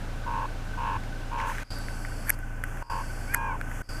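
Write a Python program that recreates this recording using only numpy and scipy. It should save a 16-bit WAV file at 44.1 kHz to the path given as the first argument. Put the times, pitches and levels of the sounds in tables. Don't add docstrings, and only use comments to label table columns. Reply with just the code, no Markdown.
import sys
import numpy as np
from scipy import signal
from scipy.fft import rfft, irfft
from scipy.io import wavfile

SR = 44100
rng = np.random.default_rng(int(sys.argv[2]) if len(sys.argv) > 2 else 0)


def master(y):
    cut = np.clip(np.atleast_2d(y).T, -1, 1)
    pcm = np.round(cut * 32767)
    wavfile.write(sys.argv[1], SR, pcm.astype(np.int16))


N = 176400
TIME = np.arange(N) / SR

# (start [s], length [s], level [dB], pitch [Hz], gain of harmonics 3 and up [dB])
CROAKS = [(0.264, 0.2, -31.5, 500.5, -7), (0.776, .199, -31, 499.5, -2), (1.315, .21, -32, 499, -3),
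          (2.821, .202, -33, 502.7, -4.5), (3.353, .212, -33.5, 493.6, -9)]
# (age [s], rate [Hz], swing [share of pitch], dip at crest [0-1])
FLUTTER = [(0, 67, .09, .95), (.055, 66, .115, .85), (.1, 48.5, .135, .5), (.2, 42, .135, .45)]
# (frequency [Hz], gain [dB])
THROAT = [(380, -33.5), (560, -11.5), (740, -22), (850, -2), (940, 2), (1040, 3), (1140, -3), (1260, -10.5),
          (1450, -10), (1680, -4.5), (1900, -28), (2400, -15.5), (2750, -13.5), (3100, -23.5), (4500, -37),
          (7000, -60)]
# (time [s], pitch [Hz], level [dB])
CALL_CONTOUR = [(3.276, 713, -41), (3.295, 751.5, -39), (3.321, 806, -39.5), (3.353, 822, -37),
                (3.41, 815, -39), (3.47, 809, -39), (3.504, 782, -40), (3.525, 729, -37.5),
                (3.538, 690, -62)]
CALL_HARMONICS_DB = [-13, 0, -7, -28, -30, -36, -31, -37, -37]
# (start [s], end [s], whirr level [dB])
ZOOM_RUNS = [(1.637, 2.35, -51.5), (2.821, 3.38, -52.5), (3.818, 4.1, -52)]
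# (frequency [Hz], relative density [dB])
MOTOR_SPECTRUM = [(3000, -7.5), (4200, -8), (4600, 0.5), (5300, -3), (5700, -5.5), (7000, -10),
                  (7900, -1.5), (8800, -8), (10000, -11.5), (10800, -2), (11600, -12.5), (12500, -16),
                  (15000, -18)]
# (time [s], body drive [dB], snap drive [dB], grit decay [s])
CLICKS = [(1.0365, -33, -49, 0.0024), (1.401, -23, -55, 0.0011), (1.414, -25, -52, .001),
          (1.499, -26, -44, .001), (1.5832, -20, -42, 0.00092), (1.786, -38, -32, 0.002),
          (1.884, -29.5, -52, .002), (2.0497, -27, -52, 0.003), (2.2947, -18.5, -6.5, 0.002),
          (2.3013, -24, -9, 0.00082), (2.3027, -9, -1.5, 0.00077), (2.3894, -34.5, -37, 0.0013),
          (2.6381, -18.5, -19, 0.0018), (2.772, -28.5, -41, 0.0012), (3.339, -27, -23, .003),
          (3.343, -20.5, -27, 0.0049), (3.346, -11.5, -4, 0.00066), (3.613, -13, -27, 0.00042),
          (3.715, -28, -39, .001)]
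# (release [s], body drive [dB], snap drive [dB])
SCRAPES = [(2.302, -27.5, -27), (3.348, -31.5, -37)]
# (frequency [Hz], gain [dB], t60 [s])
BODY_MODES = [(710, -15, 0.0046), (1270, -9.5, 0.002), (1578, 4, 0.0071), (2270, 1.5, 0.0032),
              (2630, -7.5, 0.0044)]
SNAP_MODES = [(5830, -11.5, 0.00079), (8700, -10, 0.0028), (10030, -8, 0.0025), (11760, -3, .004),
              (13300, -14, 0.0012)]
# (time [s], level [dB])
BUMPS = [(.965, -33), (3.06, -35)]
# (time [s], level [dB])
SWISH_LEVEL = [(1.36, -83), (1.385, -39), (1.415, -41), (1.43, -46.5), (1.53, -46), (1.58, -41.5),
               (1.63, -47), (1.7, -49)]
# (frequency [Hz], relative density [dB])
SWISH_SPECTRUM = [(200, -9.5), (700, 0.5), (1600, 8), (2400, 6.5), (3000, -1.5), (3800, -14), (6000, -8),
                  (15000, -37)]
# (order [x cycle rate], rms level [dB])
ENGINE_ORDERS = [(1, -34), (2, -70), (3, -46), (4, -44), (5, -58), (7, -59.5), (9, -56), (10, -59.5),
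                 (10.5, -58.5), (12, -69), (20, -63), (27.5, -60)]
# (frequency [Hz], width [Hz], rms level [dB])
ENGINE_RINGS = [(1515.7, 28, -49.5), (1602, 63, -61)]
# (frequency [Hz], relative density [dB])
AIR_SPECTRUM = [(20, -9), (50, 5), (110, -1), (250, -2.5), (390, -9), (580, -6.5), (800, -9), (1200, -11.5),
                (1500, -11), (1900, -16.5), (2800, -19), (3600, -38), (6000, -58)]
HISS_SPECTRUM = [(1500, -30), (3000, 9), (4200, 6.5), (6000, 4), (8000, 0.5), (11000, -3.5), (15000, -10)]
LATE_HISS_SPECTRUM = [(1500, 18), (2700, 4), (3400, 1.5), (3950, -10), (4700, -9), (6300, 3.5), (8000, 1.5),
                      (11000, -1.5), (15000, -7)]
# (time [s], level [dB])
AIR_LEVEL = [(0, -41), (1.6, -42), (2.25, -41.5), (2.4, -46.5), (2.8, -42.5), (3.1, -42.5), (4, -42.5)]
HISS_LEVEL = [(0, -54.5), (1.4, -54.5), (1.7, -53.5), (1.85, -61), (2, -63)]
LATE_HISS_LEVEL = [(1.4, -79), (1.48, -42), (1.58, -47), (1.75, -56), (2.3, -53), (2.42, -55), (2.62, -57),
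                   (2.68, -49), (2.79, -49.5), (3.3, -51), (3.52, -55), (3.66, -51), (3.76, -45),
                   (4, -49.5)]
# (start [s], end [s])
DIPS = [(1.634, 1.704), (2.828, 2.898), (3.82, 3.889)]


def croaks():
    attack_s, release_s, arch_db, shimmer_db = .008, .006, 2.5, .8
    first_crest_turns, trough_dip = .62, .35
    jitter_share, sag_share, rasp_share = .016, .03, .09
    ages_s, rates_hz, swings, crest_dips = np.transpose(FLUTTER)
    jitter, shimmer, rasp = drift(250), drift(120), noise(THROAT)
    out = np.zeros(N)
    for start_s, length_s, db, pitch_hz, overtones_db in CROAKS:
        envelope = gate(start_s - attack_s / 2, start_s + length_s, attack_s, release_s)
        on = envelope > 0
        age_s = TIME[on] - start_s
        progress = age_s / length_s
        turns = np.cumsum(np.interp(age_s, ages_s, rates_hz) * (age_s > 0)) / SR
        flutter = np.cos(2 * np.pi * (turns - first_crest_turns))
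        swing = np.interp(age_s, ages_s, swings) * flutter
        hz = pitch_hz * (1 + swing + jitter_share * jitter[on] - sag_share * (progress - .5))
        phase = phase_of(hz)
        voice = sum(gain_at(THROAT, k * hz) * from_db(overtones_db * (k > 2)) * np.sin(k * phase)
                    for k in range(1, 12))
        crest, trough = ((1 + flutter) / 2) ** 2, ((1 - flutter) / 2) ** 4
        pulsing = 1 - np.interp(age_s, ages_s, crest_dips) * crest - trough_dip * trough
        voice = unit_rms(voice * pulsing * from_db(shimmer_db * shimmer[on])) + rasp_share * rasp[on]
        swell_db = arch_db * (np.sin(np.pi * progress) - 1)
        out[on] += from_db(db + swell_db) * envelope[on] * voice
    return out


def clear_call():
    times_s, hz, db = np.transpose(CALL_CONTOUR)
    jitter = .0068 * drift(110)
    phase = phase_of(np.interp(TIME, times_s, hz) * (1 + jitter))
    voice = sum(from_db(gain_db) * np.sin(k * phase) for k, gain_db in enumerate(CALL_HARMONICS_DB, 1))
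    envelope = from_db(np.interp(TIME, times_s, db)) * gate(times_s[0], times_s[-1], .005, .0044)
    return envelope * unit_rms(voice)


def zoom_motor():
    settled_hz, peak_hz, spread_hz, settle_s = 4510, 4840, 220, .12
    whine_db, surge_db, surge_s, peak_delay_s = -7, 8.5, .061, .051
    out, whirr = 0, noise(MOTOR_SPECTRUM)
    for start_s, end_s, db in ZOOM_RUNS:
        from_peak_s = abs(TIME - start_s - peak_delay_s)
        phase = phase_of(settled_hz + (peak_hz - settled_hz) * np.exp(-from_peak_s / settle_s))
        whine = drift(spread_hz) * np.cos(phase) + drift(spread_hz) * np.sin(phase)
        whine *= from_db(whine_db) + from_db(surge_db) * np.exp(-from_peak_s / surge_s)
        out += from_db(db) * gate(start_s, end_s, .018, .0084) * (whirr + whine)
    return out


def handling_clicks():
    scrape_rise_s = .017
    body, snap = np.zeros(N), np.zeros(N)
    grit = .35 * rng.standard_normal(N)
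    for time_s, body_db, snap_db, decay_s in CLICKS:
        i = int(time_s * SR)
        contact = grit[i:] * np.exp(-TIME[:N - i] / decay_s)
        contact[0] = 1
        body[i:] += from_db(body_db) * contact
        snap[i:] += from_db(snap_db) * contact
    for release_s, body_db, snap_db in SCRAPES:
        friction = grit * np.exp(-abs(TIME - release_s) / scrape_rise_s) * (TIME < release_s)
        body += from_db(body_db) * friction
        snap += from_db(snap_db) * friction
    return (ring(body, BODY_MODES) + ring(snap, SNAP_MODES)) / 2


def handling_bumps():
    half_width_s = .021
    envelope = sum(from_db(db) * np.exp(-((TIME - time_s) / half_width_s) ** 2) for time_s, db in BUMPS)
    return envelope * noise_band(hz=57.6, width_hz=40)


def swish():
    envelope = level(SWISH_LEVEL) * gate(SWISH_LEVEL[0][0], SWISH_LEVEL[-1][0], .011, .01)
    midrange = noise(SWISH_SPECTRUM)
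    flicker_db = 2.5 * drift(60)
    return envelope * midrange * from_db(flicker_db)


def engine():
    cycle_hz, wander_share, throb_depth = 28.29, .00394, .85
    phase = phase_of(cycle_hz * (1 + wander_share * drift(3.05)))
    hum = sum(from_db(db) * np.sqrt(2) * np.sin(order * phase + rng.uniform(0, 2 * np.pi))
              for order, db in ENGINE_ORDERS)
    throb = 1 + throb_depth * np.cos(phase)
    metal = sum(from_db(db) * unit_rms(throb * noise_band(hz, width_hz))
                for hz, width_hz, db in ENGINE_RINGS)
    return hum + metal


def background():
    air = level(AIR_LEVEL) * noise(AIR_SPECTRUM)
    hiss = level(HISS_LEVEL) * noise(HISS_SPECTRUM)
    late_hiss = level(LATE_HISS_LEVEL) * noise(LATE_HISS_SPECTRUM)
    return air + hiss + late_hiss


def from_db(db):
    return 10 ** (np.asarray(db) / 20)


def unit_rms(x):
    return x / np.sqrt(np.mean(x ** 2) + 1e-20)


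def phase_of(hz):
    return 2 * np.pi * np.cumsum(hz) / SR


def level(curve):
    return from_db(np.interp(TIME, *np.transpose(curve)))


def gate(start_s, end_s, attack_s, release_s):
    return np.clip((TIME - start_s) / attack_s, 0, 1) * np.clip((end_s - TIME) / release_s + .5, 0, 1)


def gain_at(spectrum, hz):
    points_hz, db = np.transpose(spectrum)
    return from_db(np.interp(np.log(hz + 1), np.log(points_hz), db))


def noise(spectrum):
    hz = np.arange(N // 2 + 1) * SR / N
    rolloff = np.minimum(hz / spectrum[0][0], 1) ** 2 / np.maximum(hz / spectrum[-1][0], 1) ** 2
    return unit_rms(irfft(rfft(rng.standard_normal(N)) * gain_at(spectrum, hz) * rolloff, N))


def noise_band(hz, width_hz):
    low_hz = np.sqrt(hz ** 2 + width_hz ** 2 / 4) - width_hz / 2
    bandpass = signal.butter(2, [low_hz, low_hz + width_hz], "band", fs=SR, output="sos")
    return unit_rms(signal.sosfilt(bandpass, rng.standard_normal(N)))


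def drift(corner_hz):
    hz = np.arange(N // 2 + 1) * SR / N
    return unit_rms(irfft(rfft(rng.standard_normal(N)) / (1 + (hz / corner_hz) ** 2), N))


def ring(drive, modes):
    out = 0
    for k, (hz, db, t60_s) in enumerate(modes):
        radius = np.exp(-np.log(1000) / (t60_s * SR))
        feedback = [1, -2 * radius * np.cos(2 * np.pi * hz / SR), radius ** 2]
        out += (-1) ** k * from_db(db) * signal.lfilter([.5, 0, -.5], feedback, drive + 1e-18)
    return out


def scene():
    mix = croaks() + clear_call() + swish() + engine() + background()
    camera = zoom_motor() + handling_clicks() + handling_bumps()
    return (mix + camera)[None]


def record(dry):
    notch_hz, notch_depth, notch_start_s, notch_fade_s = 3890, .77, 1.86, .14
    dip_db, dip_edge_s, cutoff_hz = -18, .002, 15100
    notched = signal.lfilter(*signal.iirnotch(notch_hz, Q=3.65, fs=SR), dry)
    notch_mix = notch_depth * np.clip((TIME - notch_start_s) / notch_fade_s, 0, 1)
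    hollowed = dry + notch_mix * (notched - dry)
    dips = sum(gate(start_s, end_s, dip_edge_s, dip_edge_s) for start_s, end_s in DIPS)
    lowpass = signal.ellip(10, .1, 80, cutoff_hz, fs=SR, output="sos")
    return signal.sosfilt(lowpass, hollowed * from_db(dip_db * dips))


dry = scene()
out = record(dry)
master(out)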